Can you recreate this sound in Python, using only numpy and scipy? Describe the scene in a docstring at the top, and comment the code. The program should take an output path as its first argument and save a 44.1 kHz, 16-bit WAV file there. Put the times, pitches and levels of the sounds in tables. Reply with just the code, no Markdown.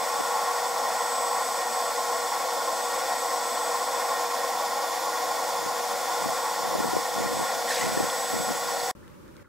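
"""A loud drone and hiss of air, with a whining fan and a mains hum: an electric blower is filling the
tanks of a boat lift in a covered dock at night. The air drones in the pipe and hisses from the housing.
Wind starts to buffet the microphone, water slops off the rising hull, and the fan slows as the boat
comes up. Then the sound cuts off abruptly and only quiet lakeside air is left."""
import sys
import numpy as np
from scipy import signal
from scipy.fft import rfft, irfft, next_fast_len
from scipy.io import wavfile
from scipy.ndimage import map_coordinates

SR = 44100
rng = np.random.default_rng(int(sys.argv[2]) if len(sys.argv) > 2 else 0)


def generate_wav(signal):
    """Clip the signal to [-1, 1] and save it as 16-bit WAV at the path in sys.argv[1]."""
    frames = np.transpose(np.atleast_2d(signal))
    scaled = np.clip(frames, -1, 1) * 32767
    pcm = np.round(scaled).astype(np.int16)
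    wavfile.write(sys.argv[1], SR, pcm)


N = 418068
RISE_AT_S, RISE_S = 7.68, .33  # the hull leaves the water: middle and time scale of its rise
TOP_HZ = 15760  # upper edge of the whole sound

# The blower stands a little to one side. Each row: frequency in Hz, left minus right level in dB.
BALANCE = [(60, -1), (110, -1), (200, -0.5), (380, 4.0), (700, 1.0), (1290, 1.0), (2380, -0.5),
           (4400, -1.0), (8120, -0.5), (15000, 0)]
# Each row: frequency in Hz, how far the left side runs ahead in radians.
LEFT_LEAD = [(400, -.3), (700, -0.23), (1900, -.36), (5000, -.28), (7000, -0.13), (8500, 0.056)]
def blower():
    """Air, fan and motor together, reaching left and right with slightly different level and timing."""
    def placement(f):
        gain = amp(stereo(0, along(BALANCE, f) / 2))
        return gain * np.exp(1j * stereo(0, along(LEFT_LEAD, f) / 2))
    return filtered(rushing_air() + fan_whine() + motor_hum(), placement)


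# Low, middle and upper drone, then hiss. Each row: level in dB, drift in dB per second,
# change in dB as the hull rises, flutter in dB.
AIR_LEVELS = [(-34, -0.0333, 1, 0.64), (-31, -0.303, -2.6, 1), (-38.5, -0.0657, 0.5, 0.5),
              (-36, 0.0422, 0.6, 0.42)]
def rushing_air():
    """The drone and hiss flutter, and their levels shift as the tanks fill and the hull rises."""
    t, rise = np.arange(N) / SR, smooth_step(RISE_AT_S, RISE_S)
    *drone_db, hiss_db = [db + drift * t + change * rise + flutter * wobble(55)
                          for db, drift, change, flutter in AIR_LEVELS]
    return pipe_drone(drone_db) + housing_hiss(hiss_db)


# Swirling air before the pipe shapes it. Each row: frequency in Hz, relative level in dB.
DRONE_COLOUR = [(25, -36), (55, -30.5), (125, -33), (215, -16.5), (410, -18.5), (500, 0.5), (1100, -9.5),
                (1220, -13), (2200, -18.5), (2600, -21), (2850, -29), (5000, -91.5)]
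# Where the air in the pipe and tanks rings. Each row: pitch in Hz, half width in Hz, boost in dB.
PIPE_RINGS = [(250, 14, 3), (355, 35, 5), (470, 16, 3), (523, 14, 3), (563, 13, 3), (672, 24, 8),
              (744, 32, 13), (816, 18, 11), (862, 30, 11.5), (965, 50, 12.5), (1048, 30, 11),
              (1108, 50, 15), (1350, 55, 8), (1432, 42, 10), (1500, 12, 6), (1635, 55, 4), (1858, 56, 15),
              (1984, 40, 10), (2145, 48, 8), (2222, 28, 7.5), (2416, 38, 7), (2550, 24, 6)]
# Narrow dips and ridges between the rings. Each row: pitch in Hz, half width in Hz, change in dB.
PIPE_RIPPLES = [(785, 5.7, 9), (894, 10, -3.5), (1095, 11, -5.5), (1195, 10, 0.5), (1580, 19, -2),
                (2044, 9.9, 6)]
def pipe_drone(levels_db, low_hz=795, upper_hz=1200, sway_db=.4, surge_db=.5, flutter_db=.34):
    """Swirling air makes the pipe ring; its low, middle and upper bands each surge on their own."""
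    drone = airflow(DRONE_COLOUR, PIPE_RINGS + PIPE_RIPPLES, ripple_db=.7)
    low, body = (filtered(drone, lambda f: 1 / (1 + (f / hz) ** 40)) for hz in (low_hz, upper_hz))
    bands = zip(levels_db, (low, body - low, drone - body))
    drone = sum(amp(db + sway_db * wobble(4) + surge_db * wobble(16)) * unit(band) for db, band in bands)
    return drone * amp(flutter_db * wobble(70))


# The hiss before the housing shapes it. Each row: frequency in Hz, relative level in dB.
HISS_COLOUR = [(1500, -60), (2650, -13), (2800, -9), (3200, -4.5), (5300, 0), (7300, -3), (7800, -6),
               (9500, -5), (10400, -8.5), (15600, -9)]
# Where the housing rings. Each row: pitch in Hz, half width in Hz, boost in dB.
HOUSING_RINGS = [(2866, 45, 7), (3130, 90, 4), (3402, 26, 9), (3480, 32, 8.5), (3585, 110, 4.5),
                 (4330, 30, 2.5), (4575, 45, 6.5), (4791, 28, 4), (5050, 28, 5.5), (5290, 120, 4),
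                 (5560, 60, 3), (5770, 45, 4.5), (6435, 48, 7), (6785, 58, 6), (7050, 75, 6), (7252, 48, 9),
                 (7526, 40, 6), (8760, 38, 4), (9950, 80, 3), (10643, 70, 5), (11160, 55, 4),
                 (11892, 48, 4), (12125, 42, 4.5), (12560, 70, 4), (14650, 60, 5), (14900, 70, 4.5)]
# Narrow dips in the hiss. Each row: pitch in Hz, half width in Hz, change in dB.
HISS_DIPS = [(2730, 32, -3), (2990, 43, -5.5), (3180, 18, -6), (10130, 130, -1), (12780, 70, 0)]
def housing_hiss(level_db, sway_db=.05):
    """Air rushes through the blower's housing, which rings at many high pitches."""
    hiss = airflow(HISS_COLOUR, HOUSING_RINGS + HISS_DIPS, ripple_db=1.4)
    return amp(level_db - sway_db * wobble(1.8)) * hiss


# How wide the dock's echoes spread the air. Each row: frequency in Hz, side minus mid level in dB.
ECHO_WIDTH = [(60, -7), (200, -2), (380, -6.5), (560, -18), (720, -20), (1080, -18.5), (1290, -11.5),
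              (2380, -11.5), (4400, -10), (7200, -12.5), (9000, -19), (15000, -25)]
def airflow(colour, rings, ripple_db):
    """Noise of swirling air, shaped by its rings and dips and spread by the dock's echoes; rms 1."""
    grid = np.arange(0, SR / 2, 2)  # Hz
    db = along(colour, grid)
    db += sum(boost * np.exp(-((grid - hz) / width) ** 2) for hz, width, boost in rings)
    # echoes from roof and hulls comb the sound into fine ridges
    db += ripple_db * map_coordinates(rng.standard_normal(len(grid)), [grid / 40])
    noise = rng.standard_normal((2, N))
    mid, side = filtered(noise, lambda f: amp(np.interp(f, grid, db)) * amp([0 * f, along(ECHO_WIDTH, f)]))
    return unit(stereo(mid, side))


# The fan's tones. Each row: multiple of the blade rate, base level in dB, share of the swell,
# drift in dB per second.
FAN_TONES = [(1, -47, 0.13, -0.7), (4, -50.7, 0.045, -0.14), (6, -46, 1.2, 0), (7, -62, .7, 0)]
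# How the whine swells and fades. Each row: time in seconds, relative level in dB.
WHINE_SWELL = [(0.0, -46), (0.91, -48), (1.14, -42.5), (2.45, -48), (3.57, -44), (5.08, -56), (5.45, -50),
               (5.6, -56), (6.52, -46.5), (6.74, -61), (6.82, -47.5), (7.31, -52), (7.36, -44), (7.63, -52),
               (7.68, -46.5), (8.48, -43), (8.55, -48), (8.9, -47)]
def fan_whine(blade_hz=1338.8, sag_hz_per_s=.43, rise_drop_hz=12.2, wander_hz=.7,
              boost_db=1, waver_db=1.43, spread_rad=.11):
    """Passing blades make the whine; its pitch sags as the tanks fill and drops as the hull rises."""
    t = np.arange(N) / SR
    hz = blade_hz - sag_hz_per_s * t - rise_drop_hz * smooth_step(RISE_AT_S, RISE_S)
    phase = 2 * np.pi * np.cumsum(hz + wander_hz * wobble(60)) / SR
    swell_db = np.interp(t, *np.transpose(WHINE_SWELL))
    swell_db -= swell_db.mean()
    tones = np.zeros((2, N))
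    for multiple, db, share, drift in FAN_TONES:
        level_db = db + boost_db + share * swell_db + drift * t + waver_db * wobble(25)
        tones += amp(level_db) * np.sin(multiple * phase + stereo(0, spread_rad * wobble(2.9)))
    return np.sqrt(2) * tones


# The motor's tones. Each row: pitch in Hz, level in dB, the left side's own head start in radians.
HUM_TONES = [(480, -40.5, -.3), (1440, -50, 0)]
def motor_hum(waver_db=.2, drift_rad=.27):
    """The motor's magnets hum at multiples of the mains frequency, wavering in the air stream."""
    t = np.arange(N) / SR
    tones = np.zeros((2, N))
    for hz, db, lead in HUM_TONES:
        gain = amp(db - waver_db * wobble(14))
        phase = 2 * np.pi * hz * t + drift_rad * wobble(12)
        tones += gain * np.sin(phase + stereo(0, lead / 2)[:, None])
    return np.sqrt(2) * tones


# Gusts on the microphone. Each row: start in seconds, length in seconds, relative level in dB.
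GUSTS = [(0, .02, -41), (.19, .04, -41), (5.64, .04, -39), (6.25, 0.022, -32), (6.65, 0.071, -41),
         (6.77, 0.19, -30.5), (7.18, 0.24, -33), (7.83, .2, -31.5), (8.33, .08, -33.5), (8.5, .05, -36)]
# The wind's rumble. Each row: frequency in Hz, relative level in dB.
WIND_COLOUR = [(25, -20.5), (60, -18), (120, -3), (220, 1), (350, 0), (550, -8), (900, -17), (1600, -42),
               (4000, -80)]
def wind(calm_db=-65, breeze_db=-49.5, sway_db=4, gust_trim_db=-1, lump_db=4, shared_db=-12):
    """A breeze freshens and gusts: its swirls push one microphone opening while they pull the other."""
    breeze = amp(calm_db) + amp(breeze_db) * smooth_step(at_s=5.16, over_s=.45)
    breeze *= amp(sway_db * wobble(14))
    gusts = amp(gust_trim_db) * swells(GUSTS, attack_s=.025, release_s=.035)
    swirls = rng.standard_normal((2, N)) * amp(lump_db * wobble(160))
    shared, opposed = filtered(swirls, lambda f: amp(along(WIND_COLOUR, f)))
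    return np.hypot(breeze, gusts) * stereo(amp(shared_db) * unit(shared), unit(opposed))


# Thumps of wind. Each row: time in seconds, rough peak level in dB, pitch in Hz.
THUMPS = [(.203, -23, 400), (.208, -20, 400), (6.262, -21, 280), (6.655, -22, 500), (6.755, -15, 480),
          (6.805, -18, 330), (6.846, -19, 400), (6.935, -19, 400), (6.968, -11, 470), (7.185, -20, 330),
          (7.414, -19, 450), (7.846, -23, 300), (7.976, -16, 330), (8.005, -13, 380), (8.342, -19, 330),
          (8.403, -24, 200), (8.511, -20, 260)]
def wind_thumps(cycles=.72, shared=.22):
    """Single swirls hit the microphone, each a very short push and pull."""
    out = np.zeros((2, N))
    t = np.arange(-SR // 100, SR // 100) / SR
    for (s, db, hz), turn in zip(THUMPS, rng.random(len(THUMPS))):
        push = amp(db) * np.exp(-(t * hz / cycles) ** 2) * np.cos(2 * np.pi * (hz * t + turn))
        add(out, s + t[0], stereo(shared * push, push))
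    return out


# Water pouring off the hull. Each row: start in seconds, length in seconds, relative level in dB.
SPILLS = [(7.38, 0.17, -44), (7.7, 0.11, -33), (7.95, 0.33, -45), (8.75, .15, -49)]
# Single drops. Each row: time in seconds, relative level in dB, pitch in Hz, left minus right in dB.
DROPS = [(7.707, -18, 1740, -2), (7.757, -24, 3360, -3), (7.811, -20, 1930, 2), (7.828, -24, 2010, -4),
         (7.945, -25, 1390, 0), (7.975, -25, 1750, 3), (8.100, -22.5, 3340, 0), (8.801, -26, 4350, 12)]
def hull_water(fizz_db=-1, gurgle_db=-5, drop_trim_db=-1):
    """Falling water makes bubbles ring: a fine fizz, a coarser gurgle and a few clear drops."""
    fizz = amp(fizz_db) * spray(SPILLS, centre_hz=6020, scatter=.398, cycles=5.7, count=10000)
    gurgle = amp(gurgle_db) * spray(SPILLS, centre_hz=1806, scatter=.14, cycles=3.7, count=1800)
    wash = (fizz + gurgle) * swells(SPILLS, attack_s=.025, release_s=.1)
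    out = stereo(wash, .11 * np.roll(wash, SR // 300))  # a faint late copy adds width
    t = np.arange(SR // 20) / SR
    for s, db, hz, pan_db in DROPS:
        gains = amp(drop_trim_db + db + stereo(0, pan_db / 2))
        add(out, s, gains[:, None] * bubble(t, hz, cycles=12))
    return out


def spray(rows, centre_hz, scatter, cycles, count):
    """Many tiny bubbles of random size, from just before the first row's start onwards; rms 1."""
    when, pitch, size = rng.random(count), rng.standard_normal(count), rng.exponential(size=count)
    first = int(SR * rows[0][0]) - SR // 10
    starts = (first + when * (N - first)).astype(int)
    hz = np.clip(centre_hz * np.exp(scatter * pitch), 700, TOP_HZ)
    life = np.arange(SR // 100)
    bubbles = amp(1.6 * np.minimum(size, 4))[:, None] * bubble(life / SR, hz[:, None], cycles)
    fizz = np.bincount((starts[:, None] + life).ravel(), bubbles.ravel(), N)[:N]  # mix them in
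    return fizz / fizz[first:].std()


def bubble(t, hz, cycles, climb=.021):
    """A fading ring whose pitch climbs as the bubble nears the surface."""
    age = t * hz / cycles
    ring = np.sin(2 * np.pi * hz * t * (1 + climb * np.minimum(age, 2)))
    return ring * np.exp(-age) * (1 - np.exp(-t * hz))


# When the low tone sounds. Each row: start in seconds, length in seconds, level in dB.
LOW_TONE_SPAN = [(2.3, 4.3, -58.5)]
def low_tone(centre_hz=320, wander_hz=5, waver_db=1):
    """One faint tone below the hum comes in, wanders in pitch and fades."""
    phase = 2 * np.pi * np.cumsum(centre_hz + wander_hz * wobble(1)) / SR
    gain = swells(LOW_TONE_SPAN, attack_s=.092, release_s=1) * amp(waver_db * wobble(9.3))
    return np.sqrt(2) * gain * np.sin(phase)


# The open air by the lake. Each row: frequency in Hz, relative level in dB.
LAKE_COLOUR = [(15, -34.5), (25, -15), (75, -8), (169, -8), (246, -9), (359, -8.5), (421, -17), (582, -11),
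               (684, -34), (848, -20), (1340, -20.5), (2120, -33), (2300, -31), (3340, -35), (15500, -41.5)]
def lake_air(start_s=8.951, level_db=-48, hush_at_s=9.43, hush_db=-57.5):
    """A soft rush, different in each ear, that steps down to a hush at the very end."""
    t = np.arange(N) / SR
    gain = (t > start_s) * amp(np.where(t < hush_at_s, level_db, hush_db))
    return gain * unit(filtered(rng.standard_normal((2, N)), lambda f: amp(along(LAKE_COLOUR, f))))


# Little waves. Each row: start in seconds, length in seconds, level in dB.
WAVES = [(9.03, 0.11, -63), (9.27, .015, -62), (9.36, 0.054, -58), (9.455, .02, -58)]
def lapping():
    """Each little wave at the shore is a brief swell of bubbles."""
    bubbles = spray(WAVES, centre_hz=1600, scatter=.224, cycles=6, count=220)
    return swells(WAVES, attack_s=.015, release_s=.03) * bubbles


# Faint ticks by the lake. Each row: time in seconds, peak level in dB, pitch in Hz.
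TICKS = [(9.079, -42, 1000), (9.279, -43, 1500), (9.367, -39, 2600)]
def ticks(decay_s=.0016):
    """Each tick is a tiny burst of noise around its pitch."""
    out = np.zeros((2, N))
    t = np.arange(SR // 20) / SR
    for s, db, hz in TICKS:
        band = signal.butter(1, [hz / 2, hz * 2], "band", fs=SR)
        tick = signal.lfilter(*band, rng.standard_normal((2, len(t))) * np.exp(-t / decay_s))
        add(out, s, amp(db) * tick / np.abs(tick).max())
    return out


def amp(db):
    """Decibels to gain."""
    return 10 ** (np.asarray(db) / 20)


def unit(x):
    """Scale to an average strength (rms) of 1."""
    return x / np.sqrt(np.mean(x ** 2) + 1e-20)


def along(points, hz):
    """Read between (Hz, value) points on a log frequency axis."""
    f, values = np.transpose(points)
    return np.interp(np.log(hz + 1), np.log(np.sort(f) + 1), values)


def wobble(rate):
    """A smooth random curve through `rate` points a second."""
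    knots = rng.standard_normal(4096)
    coarse = np.arange(0, N + 64, 64)
    return np.interp(np.arange(N), coarse, map_coordinates(knots, [coarse * rate / SR], mode="wrap"))


def smooth_step(at_s, over_s):
    """A smooth step from 0 to 1, halfway up at at_s."""
    return .5 + .5 * np.tanh((np.arange(N) / SR - at_s) / (2 * over_s))


def swells(rows, attack_s, release_s):
    """Gain of (start, length, dB) events that each build up, hold and die away."""
    t = np.arange(N) / SR
    power = np.zeros(N)
    for s, length, db in rows:
        fade = np.maximum((s - t) / attack_s, (t - s - length) / release_s)
        power += amp(2 * db) * np.exp(-2 * np.clip(fade, 0, 20))
    return np.sqrt(power)


def filtered(x, response):
    """Multiply each frequency in x by response(Hz)."""
    size = next_fast_len(N + SR // 4, True)
    return irfft(rfft(x, size) * response(np.fft.rfftfreq(size, 1 / SR)), size)[..., :N]


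def stereo(mid, side):
    """Left and right from their shared (mid) and opposed (side) parts."""
    return np.array([mid + side, mid - side])


def add(track, s, sound):
    """Mix a short sound in at s seconds."""
    part = track[..., round(s * SR):][..., :sound.shape[-1]]
    part += sound[..., :part.shape[-1]]


def scene(cut_s=8.913, tail_db=-28, tail_s=.011):
    """The dock until the abrupt cut and its faint, brief tail, then the quiet shore."""
    dock = blower() + low_tone() + hull_water() + wind() + wind_thumps()
    since_cut = np.maximum(np.arange(N) / SR - cut_s, 0)
    dock *= np.where(since_cut > 0, amp(tail_db) * np.exp(-since_cut / tail_s), 1)
    return dock + lake_air() + lapping() + ticks()


def record(dry):
    """Remove the very highest treble, above TOP_HZ."""
    return filtered(dry, lambda f: np.clip((TOP_HZ - f) / 100 + .5, 0, 1))


dry = scene()
out = record(dry)
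generate_wav(out)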